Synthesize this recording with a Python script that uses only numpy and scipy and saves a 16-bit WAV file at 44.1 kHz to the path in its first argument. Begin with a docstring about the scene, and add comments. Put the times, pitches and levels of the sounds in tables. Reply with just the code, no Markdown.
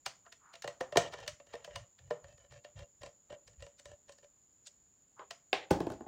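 """A screwdriver on a laptop

A small screwdriver is set into a screw in a laptop's plastic underside and turned in short strokes.
The tip clicks in the screw head, the thread rubs, and both make the hollow case ring. Then the tool
is put down and knocks and rocks on a wooden table. Behind it: a small room and a thin, high hiss."""
import sys
import numpy as np
from scipy import signal
from scipy.fft import rfft, irfft
from scipy.io import wavfile

SR = 44100
rng = np.random.default_rng(int(sys.argv[2]) if len(sys.argv) > 2 else 0)


def log_audio(samples):
    """Write samples as a 16-bit WAV file to the path given in sys.argv[1]."""
    # one column per channel
    frames = np.atleast_2d(samples).T
    # limit to full scale, then quantise
    limited = np.clip(frames, -1, 1)
    pcm = np.round(limited * 32767).astype(np.int16)
    wavfile.write(sys.argv[1], SR, pcm)


N = 267995

# The notes the plastic case rings with. 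Each row: pitch in Hz, level in dB, seconds to fade by 60 dB.
CASE_NOTES = [(73, -24, 0.11), (126, -15, 0.14), (175.6, -18.5, 0.13), (410.4, -15, .04), (401, -11, 0.054),
              (493.8, -9, 0.12), (574.6, -8, 0.12), (672.9, -9, 0.11), (787, -11, 0.045),
              (1010, -10, 0.051), (1367, -6.5, 0.017), (1676, -11.5, 0.032), (1830, -4, 0.031),
              (2320, -7, 0.018), (2800, -9.5, 0.067), (3095, -6.5, 0.032), (3830, -16, 0.044),
              (4260, -21.5, 0.014), (4360, -19.5, .04), (5060, -17.5, .025), (5930, -11, 0.014),
              (6530, -11.5, 0.013), (7750, -14.5, 0.014)]
# The tone of the noisy crack of a contact. Each row: frequency in Hz, relative level in dB.
CRACK = [(60, -20.5), (250, -11), (700, 4.5), (3500, 6), (6500, -0.5), (8500, -9), (10300, -21.5),
         (12500, -25), (14000, -30.5), (15500, -12.5)]
# First row: a rough, fading wash after the loudest knock on the case. 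The rest are turns of the tool.
# Each row: start and end in seconds, low thud in dB, rough sound in dB.
ROUGH_SPELLS = [(0.984, 1.1, -66, -51), (1.098, 1.274, -63, -58.5), (1.282, 1.35, -59.5, -86),
                (1.465, 1.656, -75, -69), (1.686, 1.781, -67, -61.5), (1.733, 1.853, -54.5, -68.5),
                (1.996, 2.114, -61, -77.5), (2.219, 2.368, -62.5, -71), (2.381, 2.477, -71.5, -69.5),
                (2.491, 2.606, -61.5, -62.5), (2.749, 2.851, -51.5, -59), (3.0, 3.102, -62, -60.5),
                (3.29, 3.361, -65.5, -56), (3.458, 3.559, -66.5, -76), (3.573, 3.666, -55.5, -65.5),
                (3.851, 3.952, -61, -64), (4.067, 4.143, -77, -70.5), (4.222, 4.258, -80, -65.5)]
SCREW_HZ, SOFT_PING_HZ = 561, 1801  # the case rings most here: at the screw, and under a soft touch


def undb(db):
    """Turn decibels into a gain."""
    return 10 ** (np.asarray(db) / 20)


def unit(x):
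    """Scale a sound to an average (rms) level of 1."""
    return x / np.sqrt(np.mean(x ** 2) + 1e-24)


def band(x, lo_hz, hi_hz, order=3):
    """Keep the sound between two frequencies."""
    sos = signal.butter(order, [lo_hz, min(hi_hz, SR / 2 - 1000)], "band", fs=SR, output="sos")
    return signal.sosfilt(sos, x)


def noise(n, *curves):
    """Noise coloured by one or more curves of (Hz, dB) points."""
    log_hz = np.log(np.maximum(np.fft.rfftfreq(n, 1 / SR), 1))
    db = sum(np.interp(log_hz, np.log(curve[:, 0]), curve[:, 1]) for curve in map(np.array, curves))
    return irfft(rfft(rng.standard_normal(n)) * undb(db), n)


def fade(t, t60):
    """Die away by 60 dB every t60 seconds."""
    return np.exp(-np.log(1000) * t / t60)


def swell(n, edge):
    """Start and stop softly; edge is the share of the time spent rising and falling."""
    return signal.windows.tukey(n, edge)


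def add(out, start, x):
    """Mix x into out at a time in seconds."""
    i = max(int(start * SR), 0)
    out[i:i + len(x)] += x[:max(len(out) - i, 0)]


def pulses(n, per_s, spread_db, edge):
    """Tiny pushes of uneven size at random moments."""
    return (rng.random(n) < per_s / SR) * undb(spread_db * rng.standard_normal(n)) * swell(n, edge)


def room(wash, t60, delay_s=0.0071, build_s=0.0011):
    """The walls answer a moment later with a blurred, fading echo."""
    t = np.arange(len(wash)) / SR
    return unit(wash) * np.clip((t - delay_s) / build_s, 0, 1) * fade(t, t60)


def ring(notes, crack_db, crack_t60, spot_hz, ping_hz, spot_db=14.5, ping_db=10.5, scatter_db=3.5):
    """A struck object cracks and rings. The spot hit boosts a low note; the contact, a high ping."""
    t = np.arange(SR // 4) / SR
    out = undb(crack_db) * noise(len(t), CRACK) * fade(t, crack_t60)
    for (hz, db, t60), (size, detune, side) in zip(notes, rng.standard_normal((len(notes), 3))):
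        near_spot, near_ping = np.exp(-(np.log(hz / np.array([spot_hz, ping_hz])) / 0.059) ** 2)
        gain = undb(db + scatter_db * size + spot_db * near_spot + ping_db * near_ping)
        out += np.sign(side) * gain * np.sin(2 * np.pi * hz * (1 + 0.022 * detune) * t) * fade(t, t60)
    return out


def blows(hits, notes, shape_db, crack_db, crack_t60, skid_db, room_db,
          blur_db=-2.5, shade=0.12, thinning=0):
    """A tip skids, lands and rings an object. The harder the contact, the more treble it has."""
    # Five bands: thump, body, clack, tick, snap. Each row: low edge and high edge in Hz.
    bands = [(50, 250), (260, 1100), (1100, 4500), (4500, 9500), (9500, 15500)]
    # The echo in those bands. Each row: seconds to fade by 60 dB, relative level in dB.
    echoes = [(0.5, -5), (0.32, -8.5), (0.24, -7.5), (0.22, -3.5), (.25, -12)]
    out = np.zeros(N)
    lead, wash_n = int(0.03 * SR), SR // 2
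    attack = slice(int(0.028 * SR), int(0.04 * SR))
    until_hit_s = np.arange(lead, 0, -1) / SR
    filters = [signal.butter(4, edges, "band", fs=SR, output="sos") for edges in bands]
    centres = np.log2(bands).mean(axis=1)
    octaves = np.clip(centres, centres[1], centres[-2]) - centres[1]  # counted from body up to tick
    for start, hit_db, hardness, spot_hz, ping_hz, skid_s in hits:
        levels = hit_db + np.array(shape_db) + hardness * octaves
        levels[2] += thinning * (-40.5 - hit_db)  # a light touch hardly bends the case: more clack
        skid = undb(skid_db) * noise(lead, CRACK) * 10 ** (-until_hit_s / skid_s)
        contact = np.concatenate([skid, ring(notes, crack_db, crack_t60, spot_hz, ping_hz)])
        # Countless echoes repeat the ring; the far ones keep only its rough tone.
        near = irfft(rfft(contact, wash_n) * rfft(rng.standard_normal(wash_n)), wash_n)
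        wash = unit(near) + undb(blur_db) * unit(noise(wash_n, CRACK, notes))
        # The cupped hand shades light touches, so less of them reaches the walls.
        send_db = room_db + shade * min(max(levels) + 38, 0)
        for sos, db, (t60, echo_db) in zip(filters, levels, echoes):
            direct = signal.sosfilt(sos, contact)
            add(out, start - lead / SR, direct * undb(db) / np.std(direct[attack]))
            add(out, start, room(signal.sosfilt(sos, wash), t60) * undb(db + echo_db + send_db))
    return out


def background():
    """Steady room noise, with a microphone's narrow hiss near 6900 Hz."""
    # The tone of the noise. Each row: frequency in Hz, level in dB per Hz.
    tone = [(20, -118), (70, -101), (170, -104), (600, -113), (2500, -122), (6100, -123), (6600, -108),
            (6900, -94.5), (7300, -101), (7950, -128), (13500, -133), (15200, -123), (16200, -138)]
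    return noise(N, tone) * np.sqrt(SR / 2)


def fingers():
    """Skin brushes the textured lid with a soft hiss."""
    # Finger slides. Each row: start and end in seconds, rough pitch in Hz, level in dB.
    slides = [(0.24, 0.3, 1360, -62), (0.376, 0.607, 1280, -62.5), (5.156, 5.267, 1185, -53.5),
              (5.199, 5.253, 570, -59.5)]
    out = np.zeros(N)
    for start, end, hz, db in slides:
        n = int((end - start) * SR)
        hiss = unit(band(rng.standard_normal(n), hz / 1.37, hz * 1.115, order=2))
        add(out, start, hiss * np.hanning(n) * undb(db))
    return out


def grainy_sounds():
    """The tip scrapes out of the screw. Later a grainy wash lingers after a hard tap and stops short."""
    # Each row: start and end in seconds, low and high edge in Hz, level in dB.
    spells = [(4.66, 4.684, 3400, 7900, -54), (5.547, 5.665, 1550, 4400, -58)]
    out = np.zeros(N)
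    t = np.arange(SR // 20) / SR
    for start, end, lo_hz, hi_hz, db in spells:
        n = max(int((end - start) * SR), 500)
        pushes = pulses(n, per_s=900, spread_db=4, edge=0.43)
        grain = rng.standard_normal(len(t)) * fade(t, t60=0.017)
        grains = band(signal.fftconvolve(pushes, grain), lo_hz, hi_hz, order=4)
        add(out, start, grains * undb(db) / (np.std(grains[:n]) + 1e-9))
    return out


def table_knocks():
    """Hard taps ring the wood, then the softer, heavier handle drops and rocks to rest."""
    # The notes of the table top. Each row: pitch in Hz, level in dB, seconds to fade by 60 dB.
    wood_notes = [(70.4, -15.5, 0.067), (89, -7, 0.076), (120.3, -3.5, 0.072), (173, -5.5, 0.13),
                  (292.8, -22.5, 0.33), (340, 2, 0.027), (398, -4.5, 0.1), (494, 2.5, 0.038),
                  (644, -3, 0.057), (771, -2, 0.03), (849, -4, 0.047), (1060, -12, 0.075),
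                  (1512, -10, 0.037), (1700, -2.5, 0.033), (2193, -3.5, 0.017), (2670, -2.5, 0.027),
                  (3146, -3, 0.023), (3700, -7.5, 0.0045), (4500, -11, 0.01)]
    # Each row: start in seconds, base level in dB, hardness in dB per octave, boosted note in Hz.
    tap_rows = [(5.194, -51.5, -7, 1070), (5.5298, -30, -3, 748)]
    bounce_rows = [(5.7091, -22, -6, 740), (5.7153, -39, -1.5, 624), (5.8047, -30.5, -7, 362.5),
                   (5.869, -33, -8.5, 560), (5.9023, -40.5, -5.5, 377), (5.9202, -46.5, -4, 400),
                   (6.0079, -44.5, -9.5, 358), (6.0655, -46, -11, 306)]
    # The tone of each: dB added to the five bands, thump to snap.
    tap_shape = [-32.5, -0.5, 7.5, -5.5, -20]
    bounce_shape = [-13, -0.5, -7, -4, -8.5]
    taps = [(*row, 2310, 0.00044) for row in tap_rows]  # adds ping in Hz and skid in seconds
    bounces = [(*row, 1490, 0.0036) for row in bounce_rows]
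    tapping = blows(taps, wood_notes, tap_shape, crack_db=4, crack_t60=0.02,
                    skid_db=3, room_db=2.5, blur_db=0.5, shade=0)
    rocking = blows(bounces, wood_notes, bounce_shape, crack_db=2, crack_t60=0.018,
                    skid_db=4.5, room_db=2.35, blur_db=1, shade=0)
    return tapping + rocking


def case_knocks(hard_above=-2.5, hard_ping_hz=6340):
    """The tip hunts for the screw and the fingers shift, knocking the case at different spots."""
    # Each row: start in seconds, base level in dB, hardness in dB per octave, boosted note in Hz,
    # skid in seconds.
    knocks = [(0.0632, -46, 1, 774, 0.005), (0.2644, -63.5, -4.5, 697, 0.0095),
              (0.3257, -70, 2.5, 673, 0.0059), (0.5395, -60.5, -1.5, 653, 0.01),
              (0.556, -64, 0, 670, 0.0054), (0.6223, -74.5, 6, 540, 0.0012),
              (0.6445, -40.5, -6, 550, 0.0075), (0.677, -42.5, -2.5, 532, 0.0021),
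              (0.8094, -35, -5, 623, 0.0047), (0.9247, -41.5, -6, 571, 0.0026),
              (0.9594, -28.5, -8, 530, 0.0044), (0.9717, -22, -2.5, 540, 0.0022),
              (1.1399, -46.5, -3.5, 538, 0.017), (1.1892, -54, -4.3, 670, 0.0058),
              (1.2289, -57, -4.5, 781, 0.0037), (1.264, -60.5, -2, 547, 0.0019),
              (1.2788, -47.5, 0.86, 571, 0.0029), (1.4002, -56.5, -6, 590, 0.0023),
              (1.5402, -44, -6, 520, 0.012), (1.5535, -52, -4, 560, .002), (1.6468, -57.5, 0, 673, 0.0044),
              (1.6769, -49, -10.5, 565, 0.0025), (1.7597, -47, -1.05, 626, 0.0048),
              (1.9911, -73.5, 0, 740, .008), (2.1084, -33.5, -7.5, 576, 0.0039),
              (2.2437, -56.5, -5, 581, 0.005), (2.6484, -52, -4.5, 583, 0.0072),
              (5.3089, -52.5, 0.2, 638, .003)]
    # A knock's tone: dB added to the five bands, thump to snap.
    shape = [-21.5, 0.5, 2.5, 0, -14.5]
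    hits = [(start, db, hardness, hz, hard_ping_hz if hardness > hard_above else SOFT_PING_HZ, skid_s)
            for start, db, hardness, hz, skid_s in knocks]
    return blows(hits, CASE_NOTES, shape, crack_db=-1.5, crack_t60=0.035,
                 skid_db=3.5, room_db=-2, blur_db=-2, shade=0.045, thinning=0.2)


def tip_clicks(ping_hz=7730):
    """Steel slips on steel in the screw head: a low note from the case and a thin, high ping."""
    # Each row: start in seconds, base level in dB, hardness in dB per octave, skid in seconds.
    clicks = [(3.034, -49, -3, .004), (3.0622, -53.5, -2.5, 0.004), (3.3043, -47.5, -9.5, 0.01),
              (3.3262, -49, -7, .002), (3.4793, -66, 0.5, 0.0092), (3.6241, -50.5, -2.5, 0.0026),
              (3.666, -57, -3, 0.0023), (3.798, -66, 1, 0.019), (3.8564, -58.5, -0.26, 0.0017),
              (3.9158, -57.5, -3.5, 0.0023), (4.094, -55, -3, .008), (4.1236, -74.5, 3, 0.0089),
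              (4.1853, -71, 0, .007), (4.2452, -66.5, -2, 0.011), (4.6723, -72.5, 4, 0.018)]
    # A click's tone: dB added to the five bands, thump to snap.
    shape = [-22.5, 0.5, 0, 0, -18]
    hits = [(start, db, hardness, SCREW_HZ, ping_hz, skid_s) for start, db, hardness, skid_s in clicks]
    return blows(hits, CASE_NOTES, shape, crack_db=-7, crack_t60=0.042,
                 skid_db=-0.5, room_db=-1, blur_db=-4, shade=0.086)


def faint_ticks(per_s=14, hardness=-1.5, skid_s=0.0081):
    """Ticks dot the rough spells and follow their level. During a turn, this is the thread catching."""
    # A tick's tone: dB added to the five bands, thump to snap.
    shape = [-18.5, 0.5, 0.5, -3, -17.5]
    hits = []
    for start, end, _, rough_db in ROUGH_SPELLS:
        for _ in range(int((end - start) * per_s)):
            when = rng.uniform(start, end)
            db = rough_db + rng.normal(0.5, 0.5)
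            hits.append((when, db, hardness, SCREW_HZ, SOFT_PING_HZ, skid_s))
    return blows(hits, CASE_NOTES, shape, crack_db=-2.5, crack_t60=0.04, skid_db=4.5, room_db=1.5)


def wash_and_turns(grit_fall_db_per_s=2.5):
    """A rough wash, then turns: the thread sticks and slips, ringing the case, and the hand thuds."""
    out = np.zeros(N)
    speck = fade(np.arange(SR // 4) / SR, t60=0.0061)
    for start, end, thud_db, rough_db in ROUGH_SPELLS:
        # The thread runs smoother as the screw goes in.
        grit_db = rough_db - 1 - grit_fall_db_per_s * (start - ROUGH_SPELLS[0][0])
        n = max(int((end - start) * SR), 500)
        pushes = pulses(n, per_s=700, spread_db=2.5, edge=0.49)
        creak_hz = rng.choice((1850, 1850, 1850, 3080))  # a fresh grip for each turn
        panel = ring(CASE_NOTES, crack_db=-11, crack_t60=0.012, spot_hz=555, ping_hz=creak_hz,
                     spot_db=11.5, ping_db=1.5, scatter_db=0.7)
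        rough = signal.fftconvolve(pushes, panel)
        specks = signal.fftconvolve(pushes, speck) * noise(len(rough), CRACK)  # a noise burst per push
        grit = unit(rough) + undb(-14) * unit(specks)
        for part, db in ((band(rough, 400, 900), rough_db), (band(grit, 1300, 8000), grit_db)):
            add(out, start, part * undb(db) / (np.std(part[:n]) + 1e-9))
        thud = unit(band(rng.standard_normal(n + SR), 50, 140, order=5)[-n:])
        add(out, start, thud * swell(n, 0.31) * undb(thud_db))
    return out


def scene():
    """Work on the case and knocks on the table, over the steady noise, in one channel."""
    mix = (background() + case_knocks() + tip_clicks() + table_knocks()
           + fingers() + wash_and_turns() + grainy_sounds() + faint_ticks())
    return mix[None]


def record(dry, top_hz=16300):
    """Cut off the very highest treble."""
    return signal.sosfilt(signal.ellip(8, 0.2, 70, top_hz, fs=SR, output="sos"), dry)


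dry = scene()
out = record(dry)
log_audio(out)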